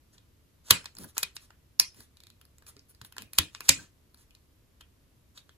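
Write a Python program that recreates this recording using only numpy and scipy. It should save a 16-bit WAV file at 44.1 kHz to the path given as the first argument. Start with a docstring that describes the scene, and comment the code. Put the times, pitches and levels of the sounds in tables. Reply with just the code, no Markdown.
"""A hushed small, dry room: low rumble and faint hiss, then a light rub and tick of plastic before the first big snap.
Two hands fold a hard plastic toy close to a small stereo microphone; noise bursts through the shell's modes make its snaps.
Uneven tiny impacts make the rubs, a falling tone the squeak, damped low modes and dull noise the thuds in the hands.
Each snap, rub and squeak gets an answer from the room; the loudest snaps overload the input."""
import sys
import numpy as np
from scipy import signal
from scipy.fft import rfft, irfft, next_fast_len
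from scipy.io import wavfile
from scipy.ndimage import uniform_filter1d, minimum_filter1d

SR = 44100
rng = np.random.default_rng(int(sys.argv[2]) if len(sys.argv) > 2 else 0)


def pcm_store(signal):
    """Save signal as 16-bit PCM."""
    levels = np.round(np.clip(np.atleast_2d(signal), -1, 1) * 32767)
    wavfile.write(sys.argv[1], SR, levels.astype(np.int16).T)


N = 245625  # samples
SIZE = 4096  # samples in a blow or force spectrum
LEAD = 256  # samples of faint noise ahead of each burst


def amp(db):
    """Decibels to gain."""
    return 10 ** (np.asarray(db) / 20)


def unit(x):
    """Scale to rms 1."""
    return x / np.sqrt(np.mean(x ** 2) + 1e-20)


def along(points, hz):
    """Read (frequency [Hz], value) points on a log frequency axis."""
    f, v = np.transpose(points)
    return np.interp(np.log(hz + 1), np.log(f + 1), v)


def filtered(x, response):
    """Multiply the spectrum of x by a response of frequency."""
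    n = x.shape[-1]
    m = next_fast_len(n + SIZE)
    spectrum = rfft(x, m) * response(np.fft.rfftfreq(m, 1 / SR))
    return irfft(spectrum, m)[..., :n]


def causal(gain):
    """The minimum-phase response with this gain: it never sounds before its cause."""
    cepstrum = irfft(np.log(np.maximum(gain, 1e-6)))
    half = len(cepstrum) // 2
    fold = np.r_[1, np.full(half - 1, 2), 1, np.zeros(half - 1)]
    return np.exp(rfft(cepstrum * fold))


def add(track, s, sound):
    """Mix a sound into a track at time s [s]."""
    start = max(round(s * SR), 0)
    part = sound[..., :track.shape[-1] - start]
    track[..., start:start + part.shape[-1]] += part


def balanced(spectrum, hz, knock_db, edge_db):
    """Tilt a spectrum until its hollow and edge bands stand at these levels over the middle band."""
    def level(lo, hi):
        return 10 * np.log10(np.sum(abs(spectrum[(hz > lo) & (hz < hi)]) ** 2))

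    middle = level(2000, 8500)
    low = knock_db + middle - level(600, 2000)
    high = edge_db + middle - level(9000, 15000)
    tilt_db = along([(1700, low), (2300, 0.0065), (8000, 0.003), (10000, high)], hz)
    return spectrum * causal(amp(tilt_db))


def evened(spectrum, size=101):
    """Level out the broad humps of a random spectrum and keep its fine comb."""
    return spectrum / np.sqrt(abs(uniform_filter1d(abs(spectrum) ** 2, size)) + 1e-12)


def stroke(start, end):
    """A rounded swell that covers one movement of the fingers."""
    return unit(np.hanning(max(int((end - start) * SR), 64)))


# diffuse sound at the two ports of the microphone: (frequency [Hz], left-right correlation)
PORT_LIKENESS = [(100, 0.9), (300, 0.54), (700, 0.28), (1500, 0.11), (10000, 0.081)]


def diffuse(n):
    """Stereo noise from all around: alike in the bass, nearly unrelated in the treble."""
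    def mid_side(hz):
        turn = np.arccos(np.clip(along(PORT_LIKENESS, hz), -1, 1)) / 2
        return np.array([np.cos(turn), np.sin(turn)])

    mid, side = filtered(rng.standard_normal((2, n)), mid_side)
    return np.array([mid + side, mid - side])


def ports(x, lag=0.0003084):
    """Near sound reaches the right port first, by a share of lag [s]; long waves arrive at both nearly alike."""
    def response(hz):
        delay = lag * along([(1200, 0.08), (2600, 0.931)], hz)
        return np.exp(np.outer([-1j, 1j], np.pi * hz * delay))

    return filtered(x * np.ones((2, 1)), response)


# time in which the room's answer falls by 60 dB: (frequency [Hz], decay [s])
ROOM_DECAY = [(100, 0.18), (500, .23), (1400, 0.21), (3700, 0.19), (9700, .24), (15000, 0.022)]
# tone of table and walls: (frequency [Hz], relative level [dB])
ROOM_TONE = [(100, 5.5), (400, 1), (1200, -2), (2600, 7), (5000, -4), (8000, -6), (11000, -9),
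             (13500, -2.5), (15500, -10.5)]


def room(x, build=0.0007, patchy_db=4.5):
    """The answer of table and walls: diffuse noise that builds in build [s] and dies at its own speed per frequency."""
    hz, t, z = signal.stft(diffuse(SR // 2), SR, nperseg=256)
    # some pitches linger, others cancel
    patches = unit(uniform_filter1d(rng.standard_normal(z.shape[1:]), size=13, axis=1))
    tone_db = along(ROOM_TONE, hz)[:, None]
    decay_db = -60 * t / along(ROOM_DECAY, hz)[:, None]
    tail = signal.istft(z * amp(tone_db + decay_db + patchy_db * patches), SR, nperseg=256)[1]
    t = np.arange(tail.shape[1]) / SR
    tail = tail * (1 - np.exp(-t / build))
    return signal.fftconvolve(x[None], tail / np.linalg.norm(tail[0]), axes=1)


# spectrum of the quiet room: (frequency [Hz], relative level [dB])
HUSH_TONE = [(20, -14), (45, -6), (72, -1), (115, -7.5), (190, -14.5), (290, -15), (500, -22.5),
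             (1500, -30), (4000, -32), (8000, -35.5), (13800, -31.5), (15200, -75)]


def hush(level_db=-63):
    """The quiet room: diffuse noise shaped into low rumble and a faint hiss."""
    return amp(level_db) * unit(filtered(diffuse(N), lambda hz: amp(along(HUSH_TONE, hz))))


def ring(db, hz, t60, attack=0.001):
    """One damped mode: a sine that falls by 60 dB in t60 [s]."""
    t = np.arange(SR // 3) / SR
    return amp(db - 60 * t / t60) * (1 - np.exp(-t / attack)) * np.sin(2 * np.pi * hz * t)


# spectrum of fingers on plastic: (frequency [Hz], relative level [dB])
SKIN_TONE = [(40, -15.5), (100, 2), (280, -2.5), (480, -13.5), (800, -18), (2000, -31)]


def skin(n):
    """The dull noise of fingers on the shell."""
    return unit(filtered(diffuse(n), lambda hz: amp(along(SKIN_TONE, hz))))


# modes of the toy on the soft fingers: (nominal frequency [Hz], relative level [dB], 60 dB decay [s])
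HELD_MODES = [(86.6, 0, 0.12), (148, -8, .17), (271, -14, 0.24), (437, -12.5, 0.089)]
# the toy jolts in the hands when a tab lets go: (time [s], level [dB], hardness [dB per octave])
HAND_JOLTS = [(.711, -25.5, -3), (1.229, -50.5, 2.5), (1.804, -48, -1), (2.764, -59.5, 8.5),
              (3.016, -47, -1), (3.394, -28, -2), (3.694, -29.5, 4)]
# fingertips shifting their grip: (start [s], end [s], level [dB])
GRIP_SHIFTS = [(0.944, 1.109, -52), (1.935, 2.057, -63), (3.136, 3.31, -59), (3.72, 3.872, -55)]


def hands(flesh_db=-12, flesh_t60=0.26, grip_octaves=0.21):
    """Soft, low sounds: jolts ring modes tuned a little anew by each grip, and shifting fingers make dull noise."""
    out, t = np.zeros((2, N)), np.arange(SR // 3) / SR
    lowest_hz = HELD_MODES[0][0]
    for s, db, hardness_db in HAND_JOLTS:
        for hz, mode_db, t60 in HELD_MODES:
            level = db + mode_db + hardness_db * np.log2(hz / lowest_hz)
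            tuned_hz = hz * 2 ** (grip_octaves * rng.standard_normal())
            add(out, s, ring(level, tuned_hz, t60))
        add(out, s, amp(db + flesh_db - 60 * t / flesh_t60) * skin(len(t)))
    for start, end, db in GRIP_SHIFTS:
        swell = stroke(start, end)
        add(out, start, amp(db) * swell * skin(len(swell)))
    return out


# a joint chirps as it settles: (time [s], length [s], level [dB], nominal first [Hz], nominal last [Hz])
JOINT_CHIRP = (3.787, .03, -51, 1620, 1470)


def squeak(waver=0.049, size=40):
    """A tight joint chirps once as it settles, falling unsteadily in pitch."""
    s, length, db, start_hz, end_hz = JOINT_CHIRP
    u = np.linspace(0, 1, int(length * SR))
    wander = unit(uniform_filter1d(rng.standard_normal(len(u)), size))
    hz = (start_hz + (end_hz - start_hz) * u) * (1 + waver * wander)
    sound = amp(db) * unit(u * (1 - u) ** 3) * np.sin(2 * np.pi * np.cumsum(hz) / SR)
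    out = np.zeros((2, N))
    add(out, s, sound)
    add(out, s, 0.5 * room(sound))
    return out


# spectrum of sliding plastic: (frequency [Hz], relative level [dB])
SLIDE_TONE = [(200, -14), (700, -6.5), (1300, -4), (2500, -2.5), (4000, 5.5), (7300, 5.5), (8700, 5),
              (10400, -3.5), (11900, -6), (13400, -8.5), (15500, -13)]
# plastic sliding on plastic: (start [s], end [s], relative level [dB], sharp edge over middle band [dB])
PLASTIC_RUBS = [(0.113, 0.174, -65, -2), (0.63, 0.77, -51.5, -3.5), (0.956, 1.081, -52.5, 5.5),
                (1.061, 1.127, -58.5, 5), (1.141, 1.174, -59, 0), (1.346, 1.375, -49, 13),
                (1.385, 1.478, -61, 2), (1.911, 2.089, -60, 3), (2.655, 2.719, -51, 7),
                (2.877, 2.93, -58, 14), (3.032, 3.088, -57.5, 9.5), (3.181, 3.252, -61, 10.5),
                (3.335, 3.393, -56, 1), (3.504, 3.619, -63.5, -3.5), (3.613, 3.704, -52.5, -0.5),
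                (3.764, 3.887, -59, -9), (4.15, 4.263, -64.5, 3.5), (5.336, 5.418, -59.5, -5.5)]
RUB_KNOCK_DB = -7.5  # hollow band of every rub, over its middle band


def rubs(slips_per_s=400, slip_db=5.5, smooth=0.36, level_db=-2, wet_db=-7):
    """Sliding faces catch and slip: tiny uneven impacts over a fine hiss."""
    out, hz = np.zeros((2, N)), np.fft.rfftfreq(SR // 2, 1 / SR)
    for start, end, db, edge_db in PLASTIC_RUBS:
        swell = stroke(start, end)
        chance = rng.random(SR // 2)
        size, hiss = rng.standard_normal((2, SR // 2))
        slips = (chance < slips_per_s / SR) * amp(slip_db * size) * np.sign(hiss)
        force = slips + smooth * hiss
        coloured = rfft(force) * causal(amp(along(SLIDE_TONE, hz)))
        rub = irfft(balanced(coloured, hz, RUB_KNOCK_DB, edge_db))
        # the pressure is never even
        pressure = amp(0.4 * unit(uniform_filter1d(rng.standard_normal(len(swell)), size=200)))
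        sound = amp(db + level_db) * swell * unit(pressure * rub[:len(swell)])
        add(out, start, ports(sound))
        add(out, start, amp(wet_db) * room(sound))
    return out


# modes of the plastic shell: (frequency [Hz], width [Hz], relative level [dB])
SHELL_MODES = [(1000, 220, -6), (1375, 60, -5.5), (2080, 1800, -5), (2473, 37, 4), (3220, 29, -5.5),
               (3745, 47, 0), (4250, 470, 2.5), (4774, 510, -0.5), (5230, 350, 2), (6240, 84, 0),
               (6780, 180, -4), (7720, 1600, -2.5), (9060, 120, -3), (10376, 1400, 3.5), (13180, 580, 5)]
# bare contact: (frequency [Hz], relative level [dB])
CRACK_TONE = [(60, -30.5), (200, -13.5), (450, -4.5), (760, -14), (1150, -3), (3000, -1), (8000, -5),
              (13900, -7.5), (15000, -13), (17000, -28)]


def shell(tab_hz, tab_db, knock_db, edge_db, tab_octaves=0.22, overtone=0.14, crack_db=-9):
    """The spectrum of one blow: shell modes and a bare crack, lifted at the pitch of the struck tab and its octave."""
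    hz = np.fft.rfftfreq(SIZE, 1 / SR)
    modes = 0
    for centre, width, db in SHELL_MODES:
        damping = (hz * width) ** 2
        modes = modes + amp(db) ** 2 * damping / ((centre ** 2 - hz ** 2) ** 2 + damping)
    body = np.sqrt(modes + amp(crack_db + along(CRACK_TONE, hz)) ** 2)

    def hump(centre):
        return np.exp(-0.5 * (np.log2((hz + 1) / centre) / tab_octaves) ** 2)

    tab = amp(tab_db * (hump(tab_hz) + overtone * hump(2 * tab_hz)))
    return balanced(causal(body * tab), hz, knock_db, edge_db)


def snap(length, swell=0.24, chatter_db=-24, chatter_t60=0.12, apart=0.65):
    """The force spectrum of a tab scraping over its catch: a swelling burst, then a short chatter of loose parts."""
    t = np.arange(SIZE) / SR
    u = t / (max(length, 0.0003) * swell)
    burst = (u / 2) ** 2 * np.exp(2 - u)
    chatter = amp(chatter_db - 60 * t / chatter_t60) * (1 - np.exp(-u))
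    # each port sees the toy from its own angle
    contacts = rng.standard_normal(SIZE) + apart * rng.standard_normal((2, SIZE))
    return evened(rfft((burst + chatter) * contacts))


def lead_in(level_db=-24, rise_db=14):
    """A faint noise swells for a few milliseconds ahead of each click."""
    noise = amp(np.linspace(-rise_db, 0, LEAD)) * rng.standard_normal((2, LEAD))
    return amp(level_db) * unit(noise) / np.sqrt(LEAD)


RATCHET_S, NOTCH_S, NOTCH_HZ = 2.1702, 0.0328, 3784  # first notch [s], spacing [s], tab pitch [Hz]
NOTCH_DB, MID_TURN_DB = -48, 4  # level of the first notch; rise towards the middle


def ratchet(count=5, length=0.001635, tab_db=10, knock_db=-14, edge_db=-7):
    """A stiff joint turns notch by evenly spaced notch, hardest in mid-turn; returns click rows."""
    rows = []
    for k in range(count):
        db = NOTCH_DB + MID_TURN_DB * np.sin(np.pi * k / count)
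        rows.append((RATCHET_S + k * NOTCH_S, db, length, NOTCH_HZ, tab_db, knock_db, edge_db))
    return rows


# loose parts tick at random while the fingers press: (start [s], end [s], mean level [dB])
FINGER_PRESSES = [(1.934, 2.07, -54.5), (2.351, 2.504, -53.5), (2.962, 3.142, -47), (4.071, 4.22, -55.5)]
TICKS_PER_S, TICK_SPREAD_DB, TICK_SPREAD_OCTAVES = 15, 5, 0.39
# the usual light contact: nominal length [s], median tab pitch [Hz], then band levels
TICK_S, TICK_HZ, TICK_TAB_DB, TICK_KNOCK_DB, TICK_EDGE_DB = 0.003, 3640, 14, -4, 1


def loose_ticks():
    """Faint ticks scattered through each press, with random strength and pitch; returns click rows."""
    rows = []
    for start, end, db in FINGER_PRESSES:
        count = max(round((end - start) * TICKS_PER_S), 1)
        for k in range(count):
            s = start + (end - start) * (k + rng.random()) / count
            strength, pitch = rng.standard_normal(2)
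            hz = TICK_HZ * 2 ** (TICK_SPREAD_OCTAVES * pitch)
            tick_db = db + TICK_SPREAD_DB * strength
            rows.append((s, tick_db, TICK_S, hz, TICK_TAB_DB, TICK_KNOCK_DB, TICK_EDGE_DB))
    return rows


# tabs snapping and parts knocking: (time [s], level of the energy packed into 1 ms [dB],
# nominal contact length [s], tab pitch [Hz], tab resonance [dB], hollow knock over middle band [dB],
# sharp edge over middle band [dB])
TAB_CLICKS = [(0.18, -48.5, 0.0038, 3500, 12, -14, -18), (0.7063, 2, 0.0035, 3280, 6.5, -9.5, -2),
              (0.726, -26.5, 0.0019, 3300, 10, -7.5, -8), (0.842, -42, 0.0034, 2790, 12, 0, -3),
              (0.856, -29, 0.0042, 3850, 5.5, -8.5, -14), (0.951, -44, .002, 7160, 20, -12, -9),
              (0.967, -40, 0.0037, 4700, 11, -12, -11), (0.984, -34, .0037, 4800, 15, -10, 3),
              (1.039, -35, 0.0087, 4400, 6.5, 11.5, 15.5), (1.166, -30, 0.0095, 2930, 7, 3.5, -6),
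              (1.1798, -14.5, 0.001, 6900, 10.5, -11, -1), (1.229, -14.5, 0.0046, 3380, 5.5, -9.5, -4.5),
              (1.3651, -29.5, 0.0035, 4080, 4.5, -11, -11), (1.504, -45, 0.0032, 2900, 9, 6.5, -11),
              (1.7974, -2.5, 0.0014, 5433, 14.5, -20, -4.5), (2.5826, -49, 0.0021, 7400, 12.5, -12, -3),
              (2.6214, -50.5, .004, 3050, 5.5, 5.5, -4), (2.6652, -44.5, .003, 4220, 1, -6, -7),
              (2.766, -46.5, 0.002, 4900, 5, -7.5, -13), (2.7924, -46, .0017, 5300, 11, -27, -16),
              (2.948, -51, .002, 4550, 12.5, -11, -6), (3.014, -37, 0.0023, 3420, 6, -2.5, -12),
              (3.1657, -36.5, 0.0022, 3040, 2, 6.5, -1), (3.1819, -27.5, 0.0011, 3100, 8, -5, -8.5),
              (3.221, -35, 0.00085, 2700, 9, -9, -1.5), (3.333, -31, 0.0019, 3400, 1, -8.5, 5),
              (3.352, -49, 0.0029, 3987, 4, -8.5, -7), (3.384, -4, .004, 3200, 7.5, -11.5, -2.5),
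              (3.5489, -30.5, 0.0011, 3200, 5.5, -5.5, -18), (3.6058, -28.5, .002, 2500, 5, 0, -1.5),
              (3.682, -23, 0.007, 6900, 2, -13, -5.5), (3.6901, 3.5, 0.0025, 7100, 7.5, -17.5, -6.5),
              (4.307, -52.5, 0.0021, 2860, 18, -23, -9), (4.35, -47, 0.0021, 3900, 6, -17, -8.5),
              (4.8064, -41, 0.008, 3100, 16.5, -3.5, -7.5), (5.3728, -37.5, 0.0091, 3630, 14.5, -11.5, -12),
              (5.4928, -46, 0.0015, 3300, 16, 1, -13)]
# room share of a 0 dB click, and its change per dB of click level:
# faint ticks, hidden by the fingers, come more by way of the room
WET_DB, WET_PER_DB = -12, -0.03


def clicks():
    """Every snap and tick: a scraping force drives the shell, and the room answers each blow."""
    out = np.zeros((2, N))
    for s, db, length, tab_hz, tab_db, knock_db, edge_db in TAB_CLICKS + ratchet() + loose_ticks():
        blow = irfft(shell(tab_hz, tab_db, knock_db, edge_db))
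        blow = amp(db) * blow / np.linalg.norm(blow) * np.sqrt(SR / 1000)
        extra = 0.0009 * min(amp(db), 1)  # louder clicks last slightly longer
        force = np.roll(irfft(snap(length + extra)), LEAD, axis=1)
        add(force, 0, lead_in())
        direct = ports(signal.fftconvolve(force, blow[None], axes=1))
        add(out, s - LEAD / SR, direct)
        add(out, s + length / 2, amp(WET_DB + WET_PER_DB * db) * room(blow))
    return out


def scene():
    """Room, hands and toy, from the background to the snaps."""
    return hush() + hands() + squeak() + rubs() + clicks()


# narrow dips in the overall tone: (frequency [Hz], width [octaves], depth [dB])
TONE_DIPS = [(780, .13, -4), (8800, .04, -7), (11850, .03, -10)]


def dipped_tone(hz):
    """The gain of a tone flat but for a few narrow dips."""
    dips_db = 0
    for centre, width, db in TONE_DIPS:
        dips_db = dips_db + db * np.exp(-0.5 * (np.log2((hz + 1) / centre) / width) ** 2)
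    return amp(dips_db)


TOP_HZ = 15800  # upper band limit


def record(dry, ceiling=1.3, size=20):
    """A fast limiter tames the loudest snaps and their tips still clip; then dips in tone and a band limit."""
    needed = ceiling / np.maximum(abs(dry).max(axis=0), ceiling)
    gain = uniform_filter1d(minimum_filter1d(needed, size), size)
    clipped = np.clip(gain * dry, -1, 1)
    dips = irfft(causal(dipped_tone(np.fft.rfftfreq(SIZE, 1 / SR))))
    toned = signal.fftconvolve(clipped, dips[None], axes=1)[:, :N]
    band_limit = signal.ellip(10, 0.1, 70, TOP_HZ, fs=SR, output="sos")
    return signal.sosfilt(band_limit, toned)


dry = scene()
out = record(dry)
pcm_store(out)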